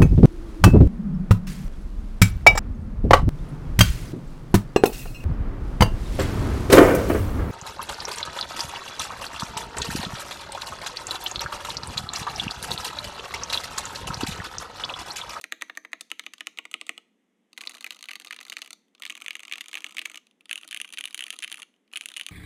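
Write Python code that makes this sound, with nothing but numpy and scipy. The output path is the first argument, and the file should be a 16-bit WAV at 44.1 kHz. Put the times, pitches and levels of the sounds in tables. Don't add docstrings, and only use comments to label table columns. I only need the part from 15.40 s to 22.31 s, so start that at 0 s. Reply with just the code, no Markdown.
import sys
import numpy as np
from scipy import signal
from scipy.fft import rfft, irfft, next_fast_len
from scipy.io import wavfile

SR = 44100
rng = np.random.default_rng(int(sys.argv[2]) if len(sys.argv) > 2 else 0)


def file_out(sig):
    cols = np.atleast_2d(sig).T
    lim = np.clip(cols, -1, 1)
    pcm = np.round(lim * 32767).astype(np.int16)
    wavfile.write(sys.argv[1], SR, pcm)


N = 304731
SIZE = 8192
AGE_S = np.arange(SIZE) / SR
FREQS_HZ = np.fft.rfftfreq(SIZE, 1 / SR)


def undb(db):
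    return 10 ** (np.asarray(db) / 20)


def unit(x):
    return x / np.sqrt(np.sum(x ** 2))


def spectrum(points, size, scale=1):
    hz, db = np.transpose(points)
    bins_hz = np.fft.rfftfreq(size, 1 / SR)
    return np.interp(np.log(bins_hz + 1), np.log(hz * scale), db)


def bump(hz, width_hz):
    return np.exp(-((FREQS_HZ - hz) / width_hz) ** 2)


def resonate(force, db):
    cepstrum = irfft(np.log(undb(db)))
    cepstrum[1:SIZE // 2] *= 2
    cepstrum[SIZE // 2 + 1:] = 0
    return irfft(rfft(force) * np.exp(rfft(cepstrum)))


def add(out, s, x):
    start = int(np.clip(s * SR, 0, N - 1))
    out[start:start + len(x)] += x[:N - start]


# freq_hz, level_db (per Hz)
AIR = [(60, -12), (150, -16), (230, -5.5), (300, -11), (440, -15), (600, -22), (1500, -30.5), (2100, -25),
       (2400, -30.5), (3400, -30.5), (4400, -43.5), (6200, -38), (12500, -45.5), (14000, -61)]


def hush(level_db=-71.5):
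    air = irfft(rfft(rng.standard_normal(N)) * undb(spectrum(AIR, N)), N)
    return undb(level_db) * air / np.std(air)


# start_s, housing_peak_hz, peak_lift_db,
# cap_overtone_hz, overtone_lift_db, antiresonance_hz, notch_depth_db
GROUPS = [(0, 5660, 1, 3890, 9.5, 1465, 6), (.68, 5900, 1, 2986, -1, 1477, 7.5),
          (1.15, 8240, 9.5, 2150, 2.5, 1646, 18.5), (2.0, 7300, -1, 4360, 5.5, 3360, 3.5),
          (3.45, 8350, 3, 2290, 3, 1500, 9), (4.85, 9890, 10, 2990, 4.5, 2190, 1.5)]


def group_at(s):
    return max(np.searchsorted(np.array(GROUPS)[:, 0], s) - 1, 0)


def contact(ring_ms, chatter, after, after_s=0.0035):
    ring_ms = max(ring_ms, .25)
    chatter_fade = np.exp(-AGE_S * 1000 / (ring_ms * chatter))
    shiver_fade = after * np.exp(-AGE_S / after_s)
    force = unit(rng.standard_normal(SIZE) * (chatter_fade + shiver_fade))
    force[0] += 0.64 / ring_ms
    return force


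# narrow_ring_hz, ring_lift_db, struck_case_mode_hz, mode_lift_db
PLATE = [(1870, 5.5, 606, 7.5), (2950, 5.5, 1120, 2.5), (2900, 5, 520, 6), (2040, 4.5, 340, -3),
         (2870, 1.5, 1250, 3.5), (2390, 2, 1250, 1.5)]
# freq_hz, level_db
CAP = [(300, -50.5), (900, -38.5), (1500, -11), (1900, -4.5), (2350, -1.5), (2750, 0.5), (3400, -4.5),
       (4300, -13), (5500, -22), (9000, -41.5)]
CAP_HZ = 2700


def keycap(group, cap_hz, ring_ms):
    _, _, _, overtone_hz, overtone_db, notch_hz, notch_db = GROUPS[group]
    plate_hz, plate_db, _, _ = PLATE[group]
    response_db = spectrum(CAP, SIZE, cap_hz / CAP_HZ)
    response_db = response_db + overtone_db * bump(overtone_hz, 0.13 * overtone_hz)
    response_db = response_db - notch_db * bump(notch_hz, 0.08 * notch_hz)
    response_db = response_db + plate_db * bump(plate_hz, width_hz=95)
    return unit(resonate(contact(ring_ms, chatter=0.75, after=0.44), response_db))


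# freq_hz, level_db
HOUSING = [(2500, -27), (4400, -5), (5500, -10.5), (6200, 2), (7200, -3.5), (10300, -6.5), (11200, -12.5),
           (13000, -11), (16000, -29.5)]


def housing(group, ring_ms):
    _, peak_hz, peak_db, *_ = GROUPS[group]
    response_db = spectrum(HOUSING, SIZE) + peak_db * bump(peak_hz, width_hz=1100)
    return unit(resonate(contact(ring_ms, chatter=0.99, after=0.2), response_db))


# freq_hz, level_db, t60_s
CASE = [(194, -26, 0.045), (274, -17, 0.15), (318.6, -10.5, 0.11), (468.5, -10.5, 0.038),
        (545, -13.5, 0.036), (651.4, -14, 0.06), (760, -6.5, 0.03), (860, -9.5, 0.028), (1000, -2.5, 0.023),
        (1134, -6, 0.039), (1232, 0, 0.041), (1411, -3, 0.031)]


def case(group, detune=0.051, scatter_db=4.5, reach=.2, rise_s=0.0011):
    _, _, struck_hz, lift_db = PLATE[group]
    hz, db, t60_s = np.transpose(CASE)[:, :, None]
    db = db + lift_db * np.exp(-(np.log(hz / struck_hz) / reach) ** 2)
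    shift, weight, side = rng.standard_normal((3, len(CASE), 1)) * hz / hz.max()
    tones = np.sin(2 * np.pi * hz * (1 + detune * shift) * AGE_S, dtype=np.float32)
    decays = np.exp(-np.log(1000) / t60_s * AGE_S, dtype=np.float32)
    gains = np.sign(side) * undb(db + scatter_db * weight)
    thock = np.sum(gains * tones * decays, axis=0)
    return unit(thock * (1 - np.exp(-AGE_S / rise_s)))


def key(s, cap_hz, snap_db, thock_db, ring_ms):
    group = group_at(s)
    cap = keycap(group, cap_hz, ring_ms)
    snap = undb(snap_db) * housing(group, ring_ms)
    thock = undb(thock_db) * case(group)
    return cap + snap + thock


# time_s, energy_db, cap_pitch_hz, snap_db (relative to cap)
STROKES = [(0.0126, -25, 3400, 6.0), (0.0409, -7, 2320, -10.0), (0.1229, -2.0, 2060, -10.5),
           (0.2122, -15.5, 2560, -13), (0.2215, -3, 1930, -9.0), (0.2973, -10, 2070, -28),
           (0.3518, -30.0, 2820, -13), (0.3732, -6.5, 1920, -8.5), (0.4487, -14, 2010, -18),
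           (0.5318, -3.5, 2020, -16), (0.6091, -14.5, 2650, 1.5), (0.702, -25, 3200, -6.5),
           (0.7157, -3.5, 2480, -11), (0.7948, -7.5, 2340.0, -9), (0.8374, -26.5, 2670, -14.0),
           (0.8643, -8.5, 2560, -13), (0.9356, -16.5, 2610.0, -4), (0.9812, -26.5, 3380, -8),
           (1.0071, -8, 2520, -13.5), (1.0702, -5.5, 2450.0, -7.5), (1.1739, -19.5, 2940, -11.0),
           (1.1872, -4.5, 2450, -16.0), (1.2531, -13, 2380, -12.5), (1.3134, -21, 3220, -1),
           (1.341, -1.5, 2560, -13.5), (1.413, -9.5, 2800, -10.0), (1.4666, -23.5, 3380, -0.5),
           (1.4932, -1.5, 2580.0, -11.5), (1.578, -14, 2860.0, -11.5), (2.1307, -26.5, 3220, -7),
           (2.1768, -12, 2500, -9.5), (2.2084, -13.5, 2700, -16), (2.2136, -16.5, 3080, -3),
           (2.2366, -16.5, 2590, -15), (2.273, -5, 3660, -16), (2.295, -19.5, 2590, 1.5),
           (2.4083, -18.5, 3130, -4.5), (2.4438, -8, 2500, -11), (2.4643, -11, 2450.0, -10.5),
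           (2.5068, -8.5, 3030, -8.5), (2.6267, -18, 2930, -1), (2.6405, -17, 3020, -9),
           (2.6866, -11, 2800, -15), (2.692, -12, 2480, -16.0), (2.7087, -16, 2820, -13),
           (2.7128, -11.5, 2570.0, -10), (2.7332, -15.5, 2570, -9.5), (2.7554, -11.5, 3070, -10.0),
           (2.799, -20.5, 2750, -2), (2.8475, -18.5, 2640, -4.5), (2.871, -16.5, 3400, -16),
           (2.9087, -8, 2520, -13.5), (2.9256, -13.0, 2597, -11.5), (2.93, -12.5, 2600, -14),
           (2.9634, -19.5, 2680.0, -7), (2.9887, -16.5, 2950, -23), (3.0987, -12, 3500, -4),
           (3.1216, -11.5, 2180, -11), (3.1264, -12, 2730, -11.0), (3.168, -7.5, 2710, -11.0),
           (3.2183, -10, 2960, -8), (3.3059, -17.5, 3000.0, -2), (3.33, -17, 3625, -2.5),
           (3.4826, -50, 2960, -6), (3.5499, -30.5, 3330, -10.5), (3.5797, -39, 3100, -22),
           (3.6218, -11, 2580, -10), (3.635, -13, 2730, -18), (3.6528, -9.5, 2750.0, -9.5),
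           (3.664, -11.5, 3127, -12), (3.6983, -9.5, 2760, -9), (3.703, -8.5, 2898, -11),
           (3.7523, -16, 2730, -7.5), (3.82, -13.5, 2800, -8.5), (3.8623, -8.5, 2740, -14),
           (3.8824, -5.5, 2550, -11.0), (3.9075, -5.5, 2840, -15), (3.9538, -8, 2670, -10.0),
           (3.994, -16.5, 2597, -10.5), (4.0329, -17.5, 2580.0, -5.5), (4.0516, -18.0, 3020, -10),
           (4.0806, -17.5, 2790, -10.5), (4.1138, -11, 2580, -20), (4.1238, -4, 2790, -12.0),
           (4.1361, -7, 2730, -13), (4.1565, -13.5, 2710.0, -11.5), (4.1816, -14, 2600, -10.5),
           (4.2089, -8.0, 2941, -8), (4.2833, -20, 3080, 1), (4.3308, -13, 2500, -9.0),
           (4.3421, -7.5, 2735, -14), (4.354, -5.5, 2553, -11), (4.3722, -9.5, 2703, -17),
           (4.3789, -16, 2730, -11.0), (4.4437, -6, 2740, -10.5), (4.4646, -14, 2650, -12.5),
           (4.5685, -8.5, 2913, -10), (4.5831, -4, 2688, -15), (4.5922, -4.5, 3030, -12.5),
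           (4.616, -12, 2590, -11.0), (4.6543, -10.5, 2760, -9), (4.6574, -4.5, 2760, -9.5),
           (4.6983, -18, 2650, -6), (4.7443, -17, 2540.0, -9), (4.7568, -17, 3000, -5),
           (4.7742, -15, 2950.0, -7), (4.8688, -35.5, 3040, -4), (4.9112, -37.5, 3370.0, -10),
           (5.0084, -30.5, 2780, -12), (5.0565, -26.5, 3250, -7.5), (5.0944, -14.5, 2733, -13),
           (5.112, -2.5, 2550, -11), (5.1295, -5, 2630, -7.0), (5.1569, -8.0, 2660.0, -7.5),
           (5.1772, -12.5, 2985, -9), (5.2328, -18.0, 2770.0, -15), (5.2772, -22, 3300, 1.0),
           (5.311, -12.5, 2950, -4.5), (5.3186, -15.5, 2770.0, -13), (5.3279, -9, 2750, -11),
           (5.3459, -7.5, 2646, -7), (5.3638, -11, 2650, -12), (5.3729, -9.5, 2760, -8),
           (5.4011, -10, 2760.0, -9), (5.415, -6, 2950, -4.5), (5.446, -13.5, 2450, -16),
           (5.5255, -18.5, 2960, -1.5), (5.5362, -17.5, 2744, -2), (5.539, -16, 2870, -19),
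           (5.5736, -10.5, 2710.0, -17.0), (5.5844, -8, 2610, -12), (5.5882, -9, 2578, -6.5),
           (5.6095, -8.0, 2720, -7.0), (5.6398, -8, 2820, -9), (5.6553, -6.5, 3000.0, -4.5),
           (5.6753, -16, 2900, -10), (5.7454, -7.5, 2450, -2.5), (5.777, -14.5, 3010.0, -2.5),
           (5.7923, -8, 2820, -9.5), (5.8072, -7.5, 2600, -7.5), (5.8237, -9, 2650, -13),
           (5.8394, -9.0, 2940, -6.5), (5.866, -14.5, 2897, -9), (5.9046, -5.5, 3060, -5.5),
           (5.9267, -16, 2680, -6.0), (5.937, -19, 2700, -10), (5.989, -15.5, 3366, 0.5),
           (6.024, -13, 2716, -5.5), (6.0281, -13.0, 2720, -15.0), (6.0311, -10, 2750, -9),
           (6.0392, -8, 2660.0, -7.0), (6.0452, -6, 2480, -12.5), (6.0776, -14, 2800, -11),
           (6.1172, -12, 2740, -4.5), (6.126, -9.5, 2960, -6), (6.143, -12.5, 2580, -7),
           (6.2198, -15, 2863, -6), (6.2294, -15.5, 2620, -10), (6.34, -42.5, 2860, -18),
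           (6.363, -47.5, 2960.0, -9.5), (6.478, -44.5, 2870, -14), (6.5156, -36.0, 3025, -15),
           (6.5357, -12.5, 2740, -13), (6.5583, -7.5, 2800, -15), (6.5623, -6.5, 2750, -12),
           (6.5723, -7.5, 2618, -4.5), (6.6103, -9.5, 2760, -8.5), (6.6583, -9, 2780.0, -2.5),
           (6.687, -15.5, 3123, -5), (6.7393, -17.5, 3080, -8.5), (6.7648, -9, 2860, -13),
           (6.7695, -9, 2820, -4.0), (6.7772, -14, 2815, -8), (6.7972, -9.5, 2700, -10),
           (6.8116, -6.5, 2760, -11.0), (6.865, -8.5, 2980.0, -5.5), (6.8867, -13.5, 2810, -8.5)]


def slides(slide_db=-30, lead_s=0.01):
    out = np.zeros(N)
    lead_shares = rng.uniform(0.62, 1.5, len(STROKES))
    for (s, db, cap_hz, _), share in zip(STROKES, lead_shares):
        rub = key(s, cap_hz, snap_db=-5, thock_db=-15.0, ring_ms=9)
        add(out, s - lead_s * share, undb(db + slide_db) * rub)
    return out


# thock_db, thock_slope_db_per_db (of force),
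# ring_ms, ring_shortening_per_db (of force, exponential), rebound_db
TOUCH = [(-13, -0.24, 2, 0.14, -25), (-13, -0.3, 1.9, 0.17, -23.5), (-13, -0.21, 1.3, 0.17, -26.5),
         (-16.5, -.5, 1.06, 0.18, -11.5), (-18.5, -0.69, 0.83, 0.17, -11.5),
         (-22.5, -0.73, 0.63, 0.1755, -11.5)]
NORMAL_DB = -10
FORCE_FLOOR_DB = -10.5
REBOUND_S, REBOUND_SPREAD = .0018, .3


def stroke(s, db, cap_hz, snap_db):
    thock_db, thock_slope, ring_ms, shortening, rebound_db = TOUCH[group_at(s)]
    force_db = max(db - NORMAL_DB, FORCE_FLOOR_DB)
    ring_ms *= np.exp(-shortening * max(force_db, -3))
    blow = key(s, cap_hz, snap_db, thock_db + thock_slope * force_db, ring_ms)
    lag = int(SR * REBOUND_S * np.exp(REBOUND_SPREAD * rng.standard_normal()))
    rebound = undb(rebound_db) * np.pad(blow, (lag, 0))[:SIZE]
    return undb(db) * (blow + rebound)


def keystrokes():
    out = np.zeros(N)
    for row in STROKES:
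        add(out, row[0], stroke(*row))
    return out


# freq_hz, level_db
ROOM = [(200, 0), (330, 9), (600, 2.5), (1300, -1.5), (2100, -2), (2900, -3.5), (3700, -0.5), (5000, -1),
        (6150, 2.5), (7500, -5.5), (14000, -4)]


def room(x, wet_db=-18, t60_s=0.42, delay_s=0.0055, grain=0.86):
    t = np.arange(2 * SIZE) / SR
    noise, strength = rng.standard_normal((2, len(t)))
    sparseness = np.exp(grain * np.clip(strength, -2, 2) * np.exp(-t / 0.075))
    decay = np.exp(-np.log(1000) * t / t60_s)
    onset = np.clip(t / delay_s - 1, 0, 1)
    wet = signal.fftconvolve(x, unit(noise * sparseness * decay * onset))
    size = next_fast_len(len(wet))
    return undb(wet_db) * irfft(rfft(wet, size) * undb(spectrum(ROOM, size)), size)[:N]


LIGHT_HZ = 2845
# start_s, end_s
BURSTS = [(2.14, 3.33), (3.59, 4.78), (5.06, 6.24), (6.5, 6.9)]


def grazes(rate_hz=20, graze_db=-39, spread_db=3.5):
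    out = np.zeros(N)
    for start_s, end_s in BURSTS:
        for s in rng.uniform(start_s, end_s, int(rate_hz * (end_s - start_s))):
            gain = undb(graze_db + spread_db * rng.standard_normal())
            add(out, s, gain * key(s, LIGHT_HZ, snap_db=4.5, thock_db=6.5, ring_ms=2.0))
    return out


TICK_DB, TICK_SPREAD_DB, TICK_PITCH_SPREAD = -24, 2, 0.14
TRAVEL_S = .016


def ticks(rate_hz=66, looseness=0.41, snap_db=-6):
    out = np.zeros(N)
    blows_s = np.array(STROKES)[:, 0]
    for start_s, end_s in BURSTS:
        edges_s = blows_s[(blows_s > start_s) & (blows_s < end_s)]
        for before_s, after_s in zip(edges_s, edges_s[1:]):
            gap_s = after_s - before_s - TRAVEL_S
            steps = max(int(gap_s * rate_hz), 0)
            for k, (early, force, size) in enumerate(rng.standard_normal((steps, 3)), 1):
                s = before_s + gap_s * (k - looseness * (1 + np.tanh(early))) / steps
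                db = TICK_DB + TICK_SPREAD_DB * force
                cap_hz = LIGHT_HZ * np.exp(TICK_PITCH_SPREAD * size)
                add(out, s, stroke(s, db, cap_hz, snap_db))
    return out


def scene():
    keys = slides() + keystrokes() + grazes() + ticks()
    return (hush() + keys + room(keys))[None]


def record(dry, leak_db=-26, low_cut_hz=166.4, top_hz=16300):
    low_cut = signal.butter(12, low_cut_hz, "high", fs=SR, output="sos")
    thin = signal.sosfilt(low_cut, dry) + undb(leak_db) * dry
    top_cut = signal.ellip(8, .2, 70, top_hz, fs=SR, output="sos")
    return signal.sosfilt(top_cut, thin)


dry = scene()
out = record(dry)
file_out(out)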